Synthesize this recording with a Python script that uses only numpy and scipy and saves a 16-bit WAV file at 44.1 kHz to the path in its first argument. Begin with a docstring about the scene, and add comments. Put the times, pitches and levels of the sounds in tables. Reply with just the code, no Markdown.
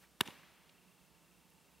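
"""A ball smacks into a leather glove on an open lawn, and the edge of the woods throws the smack back.
The impact excites damped modes of the leather and the padded pocket and squeezes out a crack of air.
Trunks return distinct echoes; grass and trees scatter the sound into a diffuse tail. Around it lie the
hush of still summer air, a far motor's drone, a faint insect trill and a few small rustles."""
import sys
import numpy as np
from scipy import signal
from scipy.fft import rfft, irfft
from scipy.io import wavfile

SR = 44100
rng = np.random.default_rng(int(sys.argv[2]) if len(sys.argv) > 2 else 0)


def persist_wave(psi):
    """Save psi, clipped to +-1, as 16-bit WAV."""
    counts = np.round(np.clip(psi, -1, 1) * 32767).astype(np.int16)
    wavfile.write(sys.argv[1], SR, np.atleast_2d(counts).T)


N = 79380

# the leather slaps shut in quick stages: start_s, level_db, brightness_hz, crack_db
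GLOVE_CONTACTS = [(.20715, 12.5, 790, -50), (.20906, 2, 3860, -40.5), (.21008, 12, 2810, -36),
                  (.21116, 5.5, 2250, -38.5)]
# modes of the glove: pitch_hz, level_db, bandwidth_hz
LEATHER_MODES = [(943.5, 12.5, 58), (1230, -1.8, 205), (1538, -4.5, 130), (1710, -12, 140),
                 (2242, -2.5, 119), (2905, -4.3, 470), (3328, -2.5, 290), (5130, -17, 230),
                 (7150, -12, 1000), (8813, -6, 330), (10800, -4, 1270)]
POCKET_MODES = [(245, 14.9, 136), (382, 24.4, 110)]
# reflections: delay_s, level_db, smear_s, cutoff_hz
ECHO_PATHS = [(0.0259, -23.5, .0004, 2800), (.044, -35, 0.0057, 10000), (0.05, -28.5, 0.0058, 5500),
              (.0665, -27.5, 0.00033, 15000), (.075, -22, 0.0024, 1800), (0.083, -38, 0.0051, 5500),
              (.094, -27, 0.0031, 3480)]
# noise spectra: frequency_hz, relative_db
CRACK_SPECTRUM = [(500, -26), (1200, 10), (3500, 1), (6000, 0.5), (11000, -5.5), (14000, -15), (16000, -20)]
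WOODS_SPECTRUM = [(60, -8), (200, 6.5), (500, -2), (1000, 1.5), (2800, 1), (4500, -6), (8000, -17),
                  (15000, -14)]
NEAR_SPECTRUM = [(80, 0), (250, 11.5), (1000, 5.5), (3000, 0.5), (6000, -10.5), (12000, -7), (16000, -22)]
AIR_SPECTRUM = [(25, -34), (50, -11), (70, -7), (88, -16), (130, -10.5), (175, -4), (215, -10), (310, -11),
                (560, -16), (900, -16.5), (1800, -21.5), (2700, -20), (3700, -23), (7000, -25.5),
                (9000, -24.5), (10500, -26.5), (13500, -27.5), (16000, -29)]
# reverberation time of the woods: frequency_hz, t60_s
WOODS_DECAY = [(100, 0.81), (1000, 1.74), (3000, 1.68), (6000, 1.22), (14000, 0.98)]
# level differences between the ears: frequency_hz, left_minus_right_db
CATCH_PAN = [(100, -10), (210, -14.5), (340, -10), (450, 3), (850, -1.5), (1600, 0), (4500, 0.5),
             (6000, 3.5), (13000, 1.4)]
TAIL_PAN = [(90, -19), (190, -16), (450, -6), (1000, -2.5), (2000, 1), (9000, 1.3)]
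AIR_PAN = [(60, -5), (150, -11.5), (380, -1.5), (950, -1.5), (2380, -1.5), (5980, 0.5), (15000, -0.5)]
# width of the scattered sound: frequency_hz, side_db
SCATTER_WIDTH = [(200, -16), (1500, -23), (4000, -24), (6500, -0.5), (9000, -10), (14000, -32)]
# rustles and ticks: peak_s, level_db, half_length_s, centre_hz, spread_octaves
RUSTLE_EVENTS = [(0.022, -69, 0.036, 9000, 1.9), (0.037, -66.5, 0.022, 1520, 0.96),
                 (.436, -60, 0.0047, 1720, .5), (.696, -62, 0.0039, 3080, 0.51),
                 (1.504, -68.5, 0.0018, 11500, .2), (1.537, -73, .002, 11500, .2)]
# insect phrases: first_chirp_s, last_chirp_s, level_db
TRILL_PHRASES = [(.751, 1.085, -69.5), (1.149, 1.452, -70.5), (1.517, 1.685, -70.5), (1.75, 1.786, -69.5)]
# spectral lines of the motor: pitch_hz, half_width_hz, level_db, left_minus_right_db
MOTOR_LINES = [(61, 3.8, -88, -7), (179, 18, -79.5, -11.5), (898, 5.1, -87.5, -9)]
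# likeness of the hush at the two ears: frequency_hz, correlation
AIR_COHERENCE = [(60, .16), (180, 0.71), (550, 0.85), (1650, 0.89), (3800, 1), (6000, 0.8), (10000, 0.92),
                 (14000, 1)]

CRACK_T60_S, CREAK_DB, CREAK_T60_S = 0.0048, -11.5, 0.035
THUD_S, THUD_SOFT_HZ = .21008, 163.4
ECHO_THUD_DELAY_S, ECHO_THUD_DB, ECHO_TREBLE_DB = .0742, -14, 8
WIDTH_DELAY_S, WIDTH_DB, WIDTH_CUTOFF_HZ = 0.00066, -20, 8000
WOODS_DB, WOODS_DELAY_S, WOODS_RISE_S = -56.5, 0.021, 0.027
NEAR_DB, NEAR_DELAY_S, GRASS_DB = -56, 0.036, -55
CHIRP_EVERY_S, CHIRP_S, CHIRP_HZ, CHIRP_FALL_HZ = .03335, 0.013, 2707, 50
CHIRP_WANDER, CHIRP_UNEVEN_DB = .008, .6
MOTOR_GROWTH_DB_PER_S, AIR_DB, BAND_EDGE_HZ = 2, -68, 15800


def leather_smack():
    """Impact excitation: each contact rings the leather's modes and squeezes out a crack of air."""
    blows = sum(amp(db) * delay(s) * resonance(hz, hz) for s, db, hz, _ in GLOVE_CONTACTS)
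    radiation = low_cut(hz=1124, order=4)  # small flaps radiate little bass
    smack = irfft(blows * modal_response(LEATHER_MODES) * radiation, N)
    for start_s, _, _, crack_db in GLOVE_CONTACTS:
        crack = burst(start_s, 0.00011, CRACK_T60_S)
        creak = amp(CREAK_DB) * burst(start_s, 0.00054, CREAK_T60_S)
        smack += amp(crack_db) * (crack + creak) * noise(gains(CRACK_SPECTRUM))
    return smack


def pocket_thud():
    """Cushioned impact: padding softens the blow, which drives the pocket's low modes."""
    blow = delay(THUD_S) / (1 + 1j * bins() / THUD_SOFT_HZ) ** 2
    return irfft(blow * modal_response(POCKET_MODES) * low_cut(hz=113, order=2), N)


def smack_width(smack):
    """Stereo width: a faint, dull, delayed copy of the smack, opposite at the two ears, widens it."""
    path = amp(WIDTH_DB) * delay(WIDTH_DELAY_S) / (1 + (bins() / WIDTH_CUTOFF_HZ) ** 4)
    return irfft(rfft(smack) * path, N)


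def tree_echoes(smack, thud):
    """Reflection: trunks and the edge of the woods return late, smeared, dulled copies of the catch."""
    paths = np.zeros(N // 2 + 1, complex)
    for delay_s, db, smear_s, cutoff_hz in ECHO_PATHS:
        taps = rng.standard_normal(N) * burst(delay_s, smear_s / 2, smear_s * np.log(1000))
        paths += amp(db) * rfft(taps / np.linalg.norm(taps)) / np.sqrt(1 + (bins() / cutoff_hz) ** 4)
    paths *= amp(ECHO_TREBLE_DB * abs(low_cut(hz=5500, order=4)))  # leaves return treble more strongly
    thud_echo = amp(ECHO_THUD_DB) * rfft(thud) * delay(ECHO_THUD_DELAY_S)
    return irfft(rfft(smack) * paths + thud_echo, N)


def foliage_scatter():
    """Diffuse scattering: deep woods, nearest trees and grass each leave a decaying tail of noise."""
    start_s = GLOVE_CONTACTS[-1][0]
    hz, t, bands = signal.stft(noise(gains(WOODS_SPECTRUM)), SR, nperseg=256)
    decay = amp(-60 * np.maximum(t - start_s - WOODS_DELAY_S, 0) / curve(WOODS_DECAY, hz)[:, None])
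    rise = np.minimum(since(start_s + WOODS_DELAY_S) / WOODS_RISE_S, 1)
    woods = amp(WOODS_DB) * rise * signal.istft(bands * decay, SR, nperseg=256)[1][:N]
    near_trees = amp(NEAR_DB) * burst(start_s + NEAR_DELAY_S, rise_s=0.029, t60_s=0.39)
    grass = amp(GRASS_DB) * burst(start_s, rise_s=0.0023, t60_s=0.19)
    return woods + (near_trees + grass) * noise(gains(NEAR_SPECTRUM))


def rustles():
    """Amplitude modulation: bell-shaped envelopes turn bands of noise into brief scuffs and ticks."""
    t = np.arange(N) / SR
    scuffs = np.zeros(N)
    for peak_s, db, half_length_s, hz, octaves in RUSTLE_EVENTS:
        band = np.exp(-.5 * (np.log2((bins() + 1) / hz) / octaves) ** 2)
        scuffs += amp(db) * np.exp(-((t - peak_s) / half_length_s) ** 2) * noise(band)
    return scuffs


def insect_trill():
    """Stridulation: evenly spaced wing strokes each sound a short falling tone."""
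    trill = np.zeros(N)
    for first_s, last_s, db in TRILL_PHRASES:
        for stroke in range(round((last_s - first_s) / CHIRP_EVERY_S) + 1):
            t = np.arange(N) / SR - first_s - stroke * CHIRP_EVERY_S
            on = abs(t) < CHIRP_S / 2
            position = t[on] / CHIRP_S
            loud, sharp = rng.standard_normal(2)
            hz = CHIRP_HZ * (1 + CHIRP_WANDER * sharp) - CHIRP_FALL_HZ * position
            envelope = amp(db + CHIRP_UNEVEN_DB * loud) * np.cos(np.pi * position)
            trill[on] += envelope * np.sin(2 * np.pi * np.cumsum(hz) / SR)
    return trill


def motor_drone():
    """Narrow-band noise is heard as wavering tones: a far motor, slowly growing louder."""
    lines = sum(amp(db) * pan(pan_db)[:, None] * noise(1 / (1 + ((bins() - hz) / half_width) ** 4))
                for hz, half_width, db, pan_db in MOTOR_LINES)
    return lines * amp(MOTOR_GROWTH_DB_PER_S * (np.arange(N) - N / 2) / SR)


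def air_hush():
    """Partial coherence: the steady outdoor hush is only partly alike at the two ears."""
    left, independent = rfft(rng.standard_normal((2, N)))
    coherence = np.clip(curve(AIR_COHERENCE, bins()), -1, 1)
    right = coherence * left + np.sqrt(1 - coherence ** 2) * independent
    spectra = np.array([left, right]) * gains(AIR_SPECTRUM) * pan(curve(AIR_PAN, bins()))
    return amp(AIR_DB) * unit_rms(irfft(spectra, N))


def amp(db):
    """Amplitude ratio of a level in decibels."""
    return 10 ** (np.asarray(db) / 20)


def unit_rms(x):
    """Normalisation to rms 1."""
    return x / np.sqrt(np.mean(x ** 2) + 1e-20)


def bins():
    """Fourier frequencies of a full-length spectrum."""
    return np.fft.rfftfreq(N, 1 / SR)


def curve(points, hz):
    """Interpolation along log frequency."""
    frequency, value = np.transpose(points)
    return np.interp(np.log(hz + 1), np.log(frequency + 1), value)


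def gains(points):
    """Magnitude response from a table of levels."""
    return amp(curve(points, bins()))


def since(start_s):
    """Elapsed seconds, zero before the start."""
    return np.maximum(np.arange(N) / SR - start_s, 0)


def noise(gain):
    """Spectral shaping of white noise, at rms 1."""
    return unit_rms(irfft(rfft(rng.standard_normal(N)) * gain, N))


def burst(start_s, rise_s, t60_s):
    """Exponential decay after a linear rise."""
    t = since(start_s)
    return np.minimum(t / rise_s, 1) * amp(-60 * np.maximum(t - rise_s, 0) / t60_s)


def resonance(hz, bandwidth_hz):
    """Response of a damped oscillator, gain 1 at its centre."""
    f = bins() + 1e-6
    return 1 / (1 + 1j * (f * f - hz * hz) / (f * bandwidth_hz))


def modal_response(modes):
    """Superposition: a body responds as the sum of its modes."""
    return sum(amp(db) * resonance(hz, bandwidth_hz) for hz, db, bandwidth_hz in modes)


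def low_cut(hz, order):
    """Maximally flat high-pass response."""
    return signal.freqs(*signal.butter(order, hz, "high", analog=True), bins())[1]


def delay(seconds):
    """A delay is a phase lag proportional to frequency."""
    return np.exp(-2j * np.pi * bins() * seconds)


def pan(db):
    """Interaural level difference as left and right gains of mean 1."""
    pair = amp(np.array([db / 2, -db / 2]))
    return pair / pair.mean(0)


def placed(sound, balance):
    """Localisation by level difference at each frequency, with the deepest bass cut."""
    return irfft(rfft(sound) * pan(curve(balance, bins())) * low_cut(hz=65, order=3), N)


def scene():
    """Superposition of the direct catch, its reflections and the background."""
    smack, thud = leather_smack(), pocket_thud()
    # the side signal adds on the left and subtracts on the right
    side = irfft(rfft(foliage_scatter()) * gains(SCATTER_WIDTH), N) + smack_width(smack)
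    tail = tree_echoes(smack, thud) + foliage_scatter() + np.array([side, -side])
    background = air_hush() + motor_drone() + insect_trill() + rustles()
    return placed(smack + thud, CATCH_PAN) + placed(tail, TAIL_PAN) + background


def record(dry):
    """Band limiting: a steep low-pass removes the highest treble."""
    low_pass = signal.firwin(511, BAND_EDGE_HZ, window=("kaiser", 9), fs=SR)
    return signal.oaconvolve(dry, low_pass[None], "same")


dry = scene()
out = record(dry)
persist_wave(out)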